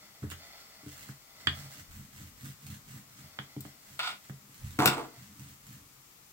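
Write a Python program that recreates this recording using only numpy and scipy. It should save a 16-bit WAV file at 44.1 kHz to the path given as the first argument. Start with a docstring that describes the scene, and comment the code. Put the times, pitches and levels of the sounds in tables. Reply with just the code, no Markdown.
"""A wooden pin rolls dough to and fro on a kitchen counter, close to a phone with two spaced microphones.
Noise through the counter's low resonances makes the rolling rumble; soft blows ring them as thuds.
Flour hisses as shaped noise, a rub sounds in bands, and short noisy blows make the pin knock.
Steel tongs are shoved along the top and clack down, ringing their arms; the phone's stand shudders.
A small hard room answers with decaying noise over a faint steady hiss."""
import sys
import numpy as np
from scipy import signal
from scipy.fft import rfft, irfft, next_fast_len
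from scipy.io import wavfile
from scipy.ndimage import map_coordinates

SR = 44100
rng = np.random.default_rng(int(sys.argv[2]) if len(sys.argv) > 2 else 0)


def volts(x):
    """Linear amplitude factor 10**(x/20) for a level x in dB, scalar or array-like."""
    e = np.asarray(x, float) / 20
    return 10 ** e


def dump_mix(stems):
    """Bounce the given channels to the path in sys.argv[1] as a 16-bit WAV at rate SR."""
    frames = np.atleast_2d(stems).T  # one column per channel
    limited = np.clip(frames, -1, 1)  # hard clip at full scale
    pcm = np.round(limited * 32767).astype(np.int16)
    wavfile.write(sys.argv[1], SR, pcm)


N = 278712  # length [samples]


def unit(x):
    """Scaled to rms 1."""
    return x / np.sqrt(np.mean(x ** 2) + 1e-20)


def along(points, hz):
    """Reads a curve of (frequency [Hz], value) points on a log frequency axis."""
    f, v = np.transpose(points)
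    return np.interp(np.log(hz + 1), np.log(f + 1), v)


def wobble(rate):
    """A smooth random curve with rate knots a second."""
    knots = rng.standard_normal(int(N * rate / SR) + 4)
    return map_coordinates(knots, [np.arange(N) * rate / SR])


def filtered(x, response):
    """Shapes the spectrum of x by a complex response of frequency."""
    n = x.shape[-1]
    m = next_fast_len(n + SR // 2)
    return irfft(rfft(x, m) * response(np.fft.rfftfreq(m, 1 / SR)), m)[..., :n]


def body(modes):
    """Response of an object with (frequency [Hz], width [Hz], level [dB]) modes of alternating sign."""
    def response(f):
        total = 0
        for k, (center, width, db) in enumerate(modes):
            loss = 1j * f * width
            total = total + (-1) ** k * volts(db) * loss / (center * center - f * f + loss)
        return total
    return response


def add(track, s, sound):
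    """Mixes a sound in at s seconds."""
    part = track[round(s * SR):][:len(sound)]
    part += sound[:len(part)]


def gritty(rough_db):
    """Noise whose size varies at random from grain to grain."""
    return unit(rng.standard_normal(N) * volts(rough_db * wobble(400)))


def dying(start, rise, steady, db, t60):
    """Summed gain of events that rise, hold until steady seconds after the start, and die away."""
    t = np.arange(N) / SR - start
    fade_db = -60 * (t - steady).clip(0) / t60
    return np.sum(volts(db + fade_db) * (t / rise).clip(0, 1), axis=0)


def struck(db, modes, tilt_db, chatter_s, touch):
    """A first touch and dying contact chatter excite the modes; tilt_db sets the brightness per octave."""
    t = np.arange(SR // 5) / SR
    blow = volts(-60 * t / max(chatter_s, 1 / SR)) * rng.standard_normal(len(t))
    blow[0] = touch  # size of the first contact against the chatter after it
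    ring = filtered(blow, lambda f: body(modes)(f) * (1 + 1j * f / 1000) ** (tilt_db / 6))
    return volts(db) * ring / np.abs(ring).max()


# modes of the counter top: (frequency [Hz], width [Hz], relative level [dB])
COUNTER_MODES = [(86, 8, -5), (135, 13, 0), (165, 18, -8), (205, 16, -4), (290, 16, -8), (410, 30, -14),
                 (500, 50, -19)]


def rolling(gain):
    """Uneven contact under pin and hands drives the counter, now one low mode more, now another."""
    bumps = gritty(rough_db=1.5) * volts(2.1 * wobble(45))
    modes = [filtered(bumps, body([mode])) * volts(2.5 * wobble(11)) for mode in COUNTER_MODES[:5]]
    alternating = sum(modes[::2]) - sum(modes[1::2])
    cushioned = filtered(alternating, lambda f: 1 / (1 + 1j * f / 450) ** 2)
    murmur = volts(-75 + 3.5 * wobble(6.7))  # the top's murmur under resting hands
    return (gain + murmur) * unit(cushioned)


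# the pin runs out or back over the dough:
# (middle time [s], length [s], counter rumble level [dB], flour hiss level [dB])
ROLLING_STROKES = [(1.61, 0.19, -51, -52), (1.78, 0.16, -49.5, -51.5), (1.99, .2, -47.5, -54.5),
                   (2.22, 0.19, -47.5, -54.5), (2.47, 0.18, -46.5, -53.5), (2.71, .2, -47, -54),
                   (2.95, 0.17, -45.5, -53), (3.22, .24, -54, -59), (5.25, 0.23, -53, -58),
                   (5.47, 0.22, -51, -56.5), (5.73, 0.18, -48, -55.5)]
# hands and dough slide over the top:
# (middle time [s], length [s], counter rumble level [dB], flour hiss level [dB])
HAND_SLIDES = [(.245, 0.044, -74, -58.5), (.325, 0.029, -50, -46.5), (.57, 0.59, -82, -61),
               (.98, 0.26, -66, -52), (1.11, 0.096, -54, -57), (1.43, .08, -67, -60), (3.44, .1, -56, -70),
               (3.68, .08, -67, -56), (3.93, 0.19, -63.5, -56), (4.12, 0.087, -64.5, -66),
               (4.27, 0.13, -84, -59), (4.54, 0.018, -63.5, -91.5), (4.72, 0.48, -53.5, -55.5),
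               (5.07, 0.17, -66, -65), (6.0, 0.089, -64, -79)]


def movements():
    """Gains of rumble and hiss, which swell to each movement's middle and fade again."""
    def swell(t, length, db, shape):
        edge_db = 19.5  # how far a movement's ends lie under its middle
        return np.sum(volts(db - edge_db * np.abs(2 * t / length).clip(0, 4) ** shape), axis=0)

    rumble, hiss = 0, 0
    # a higher shape has a flatter top
    for rows, rumble_shape in [(ROLLING_STROKES, 1.9), (HAND_SLIDES, 1.7)]:
        middle, length, rumble_db, hiss_db = np.transpose(rows)[:, :, None]
        t = np.arange(N) / SR - middle
        rumble = rumble + swell(t, length, rumble_db, rumble_shape)
        # hiss follows speed: flat-topped, 16 ms earlier, a little longer
        hiss = hiss + swell(t + 0.016, length * 1.04, hiss_db, 3.76)
    return rumble, hiss


# blows on the counter; where one lands sets how much it drives the lowest and the upper modes:
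# (time [s], peak level before radiation [dB], contact [ms], lowest mode [dB], upper modes [dB])
COUNTER_BLOWS = [(0.221, -29.5, 4.6, 1, -4), (.236, -29, 0.43, -1, 11.5), (.254, -31.5, 1.6, 8, -28),
                 (0.314, -40.5, 1.2, 6, 6), (0.831, -46, 2.5, -17, 13), (.861, -34.5, 4.7, 1, 18.5),
                 (1.088, -39, 1.2, -18, -0.5), (1.455, -42, 3, 7, -17), (1.469, -27, 0.73, 8, 5),
                 (1.506, -37, 1.9, 9, -4), (3.389, -36.5, 1.9, -14, -4.5), (3.564, -29.5, 4.5, -20, 14),
                 (3.603, -39, 2.5, 2, 7), (3.65, -39, 3.3, -16, 11.5), (4.295, -33.5, 3.4, -18, -2.5),
                 (4.331, -45.5, 1.3, -7, -1), (4.634, -31, 5.7, 11, -19), (4.663, -32, 5.4, 23, -9),
                 (4.788, -16, 1, -9, 11.5), (4.855, -24, 3, -11, 5), (4.874, -22.5, 6.4, -13, -16),
                 (5.394, -45, 7.4, -23, 2)]


def thuds():
    """A soft push rings the counter; long contact drives the high modes less."""
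    out, t = np.zeros(N), np.arange(SR // 2) / SR
    hz, width, level = np.transpose(COUNTER_MODES)[:, :, None]
    sign = (-1) ** np.arange(len(hz))[:, None]
    for s, db, contact_ms, low_db, upper_db in COUNTER_BLOWS:
        spot = volts(np.where(hz < 110, low_db, np.where(hz > 250, upper_db, 0)))
        drive = sign * volts(level) * spot / (1 + (hz * contact_ms / 1000) ** 2)
        ring = np.sum(drive * np.exp(-np.pi * width * t) * np.sin(2 * np.pi * hz * t), axis=0)
        ring *= 1 - np.exp(-t * 1000 / contact_ms)  # soft onset
        add(out, s, volts(db) * ring / np.abs(ring).max())
    # the top radiates little below its first mode
    return filtered(out, lambda f: (1j * f / (40 + 1j * f)) ** 4)


# colour of the flour's hiss: (frequency [Hz], relative level per Hz [dB])
FLOUR_COLOUR = [(880, -7.5), (1500, 2), (2060, 2.5), (2660, -1.5), (3270, -1), (5190, -3), (5900, -1.5),
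                (7620, 1.5), (9750, -5.5), (15200, -3.5), (15800, 6)]


def flour(gain):
    """Flour grains hiss as rough, coloured noise that follows the movements."""
    return gain * unit(filtered(gritty(rough_db=5.5), lambda f: volts(along(FLOUR_COLOUR, f))))


# resonances of the banded rub: (frequency [Hz], width [Hz], relative level [dB])
RUB_MODES = [(673, 160, 0.5), (1365, 93, 1), (2050, 116, 4), (3515, 140, -0.5), (4200, 93, 1.5),
             (4570, 220, 1), (5420, 220, -1), (6700, 27, -2)]
# course of the banded rub: (time [s], level [dB])
RUB_COURSE = [(0, -61), (0.302, -67.5), (.44, -56), (.8, -61), (1.2, -66), (1.4, -58.5), (1.64, -53.5),
              (1.8, -64.5), (2.0, -70), (2.15, -70.5), (2.9, -72), (3.35, -61), (3.55, -63.5),
              (3.95, -69.5), (4.3, -69), (4.6, -81), (5.15, -63.5), (5.45, -84), (6.32, -85)]


def banded_rub():
    """A rub with a resonant colour: rough noise through a few bands, its level wavering."""
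    level_db = np.interp(np.arange(N) / SR, *np.transpose(RUB_COURSE))
    return volts(level_db + 1.3 * wobble(30)) * unit(filtered(gritty(rough_db=2.0), body(RUB_MODES)))


# the pin's own ring: (frequency [Hz], width before damping [Hz], relative level [dB])
PIN_MODES = [(560, 660, -23), (1123, 200, -9.5), (1233, 110, -4.5), (1574, 230, -4), (1840, 205, -3.5),
             (2470, 170, -10.5), (2910, 63, -4.5), (3244, 57, 1.5), (3377, 37, 2.5), (3573, 120, -7),
             (4280, 100, -13), (4660, 110, -9.5), (6400, 320, -28), (7560, 350, -19.5)]
# bare wood of the pin meets the top: (time [s], peak level before radiation [dB],
# brightness [dB per octave], contact chatter t60 [s], damping by the hand [factor])
PIN_KNOCKS = [(.227, -44.5, -20, 0.25, 1.7), (.316, -34, -8, 0.089, 1.8), (0.862, -52, -13, 0.018, 2.2),
              (1.09, -40, -18, 0.015, 1.1), (1.471, -10, 0, 0.0014, 1.13), (3.388, -22.5, -8.5, 0.006, 2.6),
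              (3.564, -38, -17.5, 0.0069, 4.7), (3.651, -38.5, -23, 0.014, 3.6),
              (4.296, -36, -21, 0.012, 2.5), (4.62, -51, -21, 0.049, 2.7)]


def knocks():
    """The pin rings briefly; the gripping hand widens its modes."""
    out = np.zeros(N)
    for s, db, tilt_db, chatter_s, damping in PIN_KNOCKS:
        held = [(hz, width * damping, level) for hz, width, level in PIN_MODES]
        add(out, s, struck(db, held, tilt_db, chatter_s, touch=12))
    # the slim pin radiates little below 695 Hz, soft wood excites little above 5960 Hz
    return filtered(out, lambda f: 1j * f / (695 + 1j * f) / (1 + 1j * f / 5960))


# the tongs' steel arms: (frequency [Hz], width [Hz], relative level [dB])
TONGS_MODES = [(720, 200, -8), (1020, 120, -5), (1290, 120, -1), (1450, 90, 0), (1850, 300, -12),
               (2230, 200, -6), (2730, 300, -9), (3250, 350, -10), (3740, 300, -7), (4400, 400, -11),
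               (5200, 700, -16), (6400, 900, -22), (7900, 700, -16), (9900, 800, -23), (12000, 1500, -27),
               (15300, 1200, -25)]
# higher modes of the top under hard steel: (frequency [Hz], width [Hz], relative level [dB])
CHATTER_MODES = [(289, 106, -2), (333, 26, 6), (344, 50, -2.5), (427, 18, 3.5), (478, 88, -6),
                 (619, 18, -2.5), (683, 20, 2), (739, 30, 1), (900, 180, -4), (1077, 41, 0),
                 (1113, 120, -3)]
# the tongs drag: (start time [s], steady [s], steel level before the group offsets [dB],
# counter chatter level [dB], dying t60 before the group factors [s])
TONGS_DRAGS = [(3.991, 0.087, -36, -66, 0.053), (4.079, 0.034, -44, -59, 0.16),
               (4.787, .066, -41.5, -26, 0.042), (4.857, 0.022, -30, -26.5, 0.36),
               (4.969, 0.03, -78, -39, 0.14)]
# offsets of the steel's low, middle, high and highest modes in a drag: (level [dB])
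GROUP_DB = [-1, -1, -4.5, -8]
# dying time of the same four groups against the drag's: (t60 [factor])
GROUP_DYING = [0.96, 0.66, 0.8, .8]
# a hard shove grinds more grit; what each group gains: (level per dB of chatter over steel [dB])
GROUP_GRIND = [-0.035, 0.055, -0.096, 0.22]


def drags():
    """Sliding steel grips unevenly: the top chatters and the arms ring, each group dying at its own speed."""
    start, steady, steel_db, chatter_db, t60 = np.transpose(TONGS_DRAGS)[:, :, None]
    groups = [CHATTER_MODES, TONGS_MODES[:4], TONGS_MODES[4:7], TONGS_MODES[7:11], TONGS_MODES[11:]]
    rise = .003  # seconds
    gains = [dying(start, rise, steady, chatter_db, t60)]
    for offset_db, share, grind in zip(GROUP_DB, GROUP_DYING, GROUP_GRIND):
        group_db = steel_db + offset_db + grind * (chatter_db - steel_db)
        gains.append(dying(start, rise, steady, group_db, t60 * share))
    slips = volts(4 * wobble(300) + 1.5 * wobble(70))  # fine grains and a slower judder
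    parts = []
    for gain, modes in zip(gains, groups):
        parts.append(gain * unit(filtered(slips * rng.standard_normal(N), body(modes))))
    top, *arms = parts
    # the thin arms radiate little below 656 Hz
    return top + filtered(sum(arms), lambda f: (1j * f / (656 + 1j * f)) ** 2)


# the tongs' tips strike:
# (time [s], peak level [dB], brightness [dB per octave], contact chatter t60 [s])
TONGS_CLACKS = [(3.607, -31.5, 12.5, 0.03), (3.992, -21.5, -0.5, 0.012), (4.036, -31, -2, 0.0083),
                (4.789, -20, 0, 0.0066), (4.796, -25, 5, 0.018), (4.802, -20.5, -5, 0.0093),
                (4.857, -13.5, -3.5, 0.013), (4.8576, -9, 5.5, 0.029), (4.874, -10, 0.5, 0.035)]


def clacks():
    """The tips strike and the steel arms ring."""
    out = np.zeros(N)
    for s, db, tilt_db, chatter_s in TONGS_CLACKS:
        add(out, s, struck(db, TONGS_MODES, tilt_db, chatter_s, touch=4))
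    return out


# jolts that shake the stand: (time of full strength [s], level [dB], dying t60 [s])
STAND_JOLTS = [(.24, -74, 0.95), (.9, -76, .8), (1.49, -58, 0.66), (1.91, -55, .8), (2.1, -73, .8),
               (2.36, -65, .9), (2.86, -68, 1.2), (3.41, -77, .5), (4.33, -78, .5), (4.63, -58.5, 1),
               (4.85, -64, .9), (5.35, -79, .8), (5.67, -71, .9)]


def shudder():
    """The stand trembles faintly and shakes after each jolt, a deep shudder unlike at the two ports."""
    peak, db, t60 = np.transpose(STAND_JOLTS)[:, :, None]
    deep = rng.standard_normal(N) + .6 * rng.standard_normal((2, N))  # shared part plus each port's own
    rise, still_db = .04, -81.5  # seconds; level of the faint tremble
    gain = volts(still_db) + dying(peak - rise, rise, rise, db, t60)
    return gain * unit(filtered(deep, lambda f: body([(42, 30, 0)])(f) ** 2))


# left-right likeness of diffuse sound: (frequency [Hz], likeness [-1 to 1])
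LIKENESS = [(60, 0.46), (150, 0.92), (380, 0.86), (950, -0.048), (2380, -0.1), (5980, -0.066),
            (15000, -0.035)]


def diffuse(pair):
    """Makes two unrelated signals as alike as the two ports hear sound from all around."""
    def blend(hz):
        turn = np.arccos(np.clip(along(LIKENESS, hz), -1, 1)) / 2
        return np.array([np.cos(turn), np.sin(turn)])
    mid, side = filtered(pair, blend)
    return np.array([mid + side, mid - side])


# dying time of the room: (frequency [Hz], t60 [s])
ROOM_DYING = [(150, 0.37), (1000, 0.2), (4000, 0.2), (12000, 0.13)]


def kitchen(x):
    """The room's tail is noise in which each frequency dies at its own speed."""
    hz, t, z = signal.stft(rng.standard_normal((2, SR // 2)), SR, nperseg=256)
    fade = volts(-60 * t / along(ROOM_DYING, hz)[:, None])
    tail = signal.istft(z * fade, SR, nperseg=256)[1]
    tail = tail / np.linalg.norm(tail[0])
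    late = np.pad(x, (150, 0))[None]  # the room answers 150 samples later
    return diffuse(signal.fftconvolve(late, tail, axes=1)[:, :N])


def heard(x, lag_ms, pan_db, room_db):
    """Direct sound reaches the left port lag_ms later and pan_db louder than the right; the room follows."""
    sides = np.array([[.5], [-.5]])

    def paths(hz):
        return volts(pan_db * sides) * np.exp(-2j * np.pi * hz * lag_ms / 1000 * sides)
    return filtered(x, paths) + volts(room_db) * kitchen(x)


# colour of the steady hiss: (frequency [Hz], relative level per Hz [dB])
AIR_COLOUR = [(12, -31), (20, -14.5), (158, -6), (570, -15.5), (866, -11.5), (1210, -8), (1390, -10.5),
              (1560, -14.5), (2240, -11.5), (2960, -14), (3400, -14.5), (7440, -11.5), (9830, -17.5),
              (14100, -14), (15800, -14)]


def air():
    """A faint steady hiss: coloured noise from all around, 1.6 dB stronger on the left."""
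    noise = filtered(rng.standard_normal((2, N)), lambda f: volts(along(AIR_COLOUR, f)))
    return volts(-57) * unit(diffuse(noise)) * volts([[.8], [-.8]])


def scene():
    """Rolling, blows and tongs on the counter, over the steady hiss."""
    rumble, hiss = movements()
    low = heard(rolling(rumble) + thuds(), lag_ms=.1, pan_db=-.6, room_db=-14)
    rubbing = heard(flour(hiss), lag_ms=0.221, pan_db=-11.0, room_db=3.5)
    rubbing += heard(banded_rub(), lag_ms=0.097, pan_db=-1.0, room_db=-3.5)
    pin = heard(knocks(), lag_ms=0.15, pan_db=-8.0, room_db=-3.5)
    steel = heard(drags(), lag_ms=-.12, pan_db=-4.0, room_db=-4.0)
    steel += heard(clacks(), lag_ms=-0.15, pan_db=2.7, room_db=-5.5)
    return low + rubbing + pin + steel + shudder() + air()


# difference in colour of the two ports: (frequency [Hz], left minus right level [dB])
PORT_COLOUR = [(60, 0), (120, -1), (240, 2.5), (480, 6), (950, -2.5), (1890, 1.5), (3770, 1.5), (7520, 2),
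               (15000, 7)]


def microphones(dry):
    """The two ports differ in colour and fall off steeply above 16 kHz."""
    def response(hz):
        colour = volts(along(PORT_COLOUR, hz) * np.array([[.5], [-.5]]))
        return colour / (1 + (hz / 16000) ** 120)
    return filtered(dry, response)


def band_limit(x):
    """A steep low-pass at the top of the band."""
    return signal.sosfilt(signal.butter(12, 17160, fs=SR, output="sos"), x)


def record(dry):
    """The scene as picked up by the two microphones."""
    mix = microphones(dry)
    return band_limit(mix)


dry = scene()
out = record(dry)
dump_mix(out)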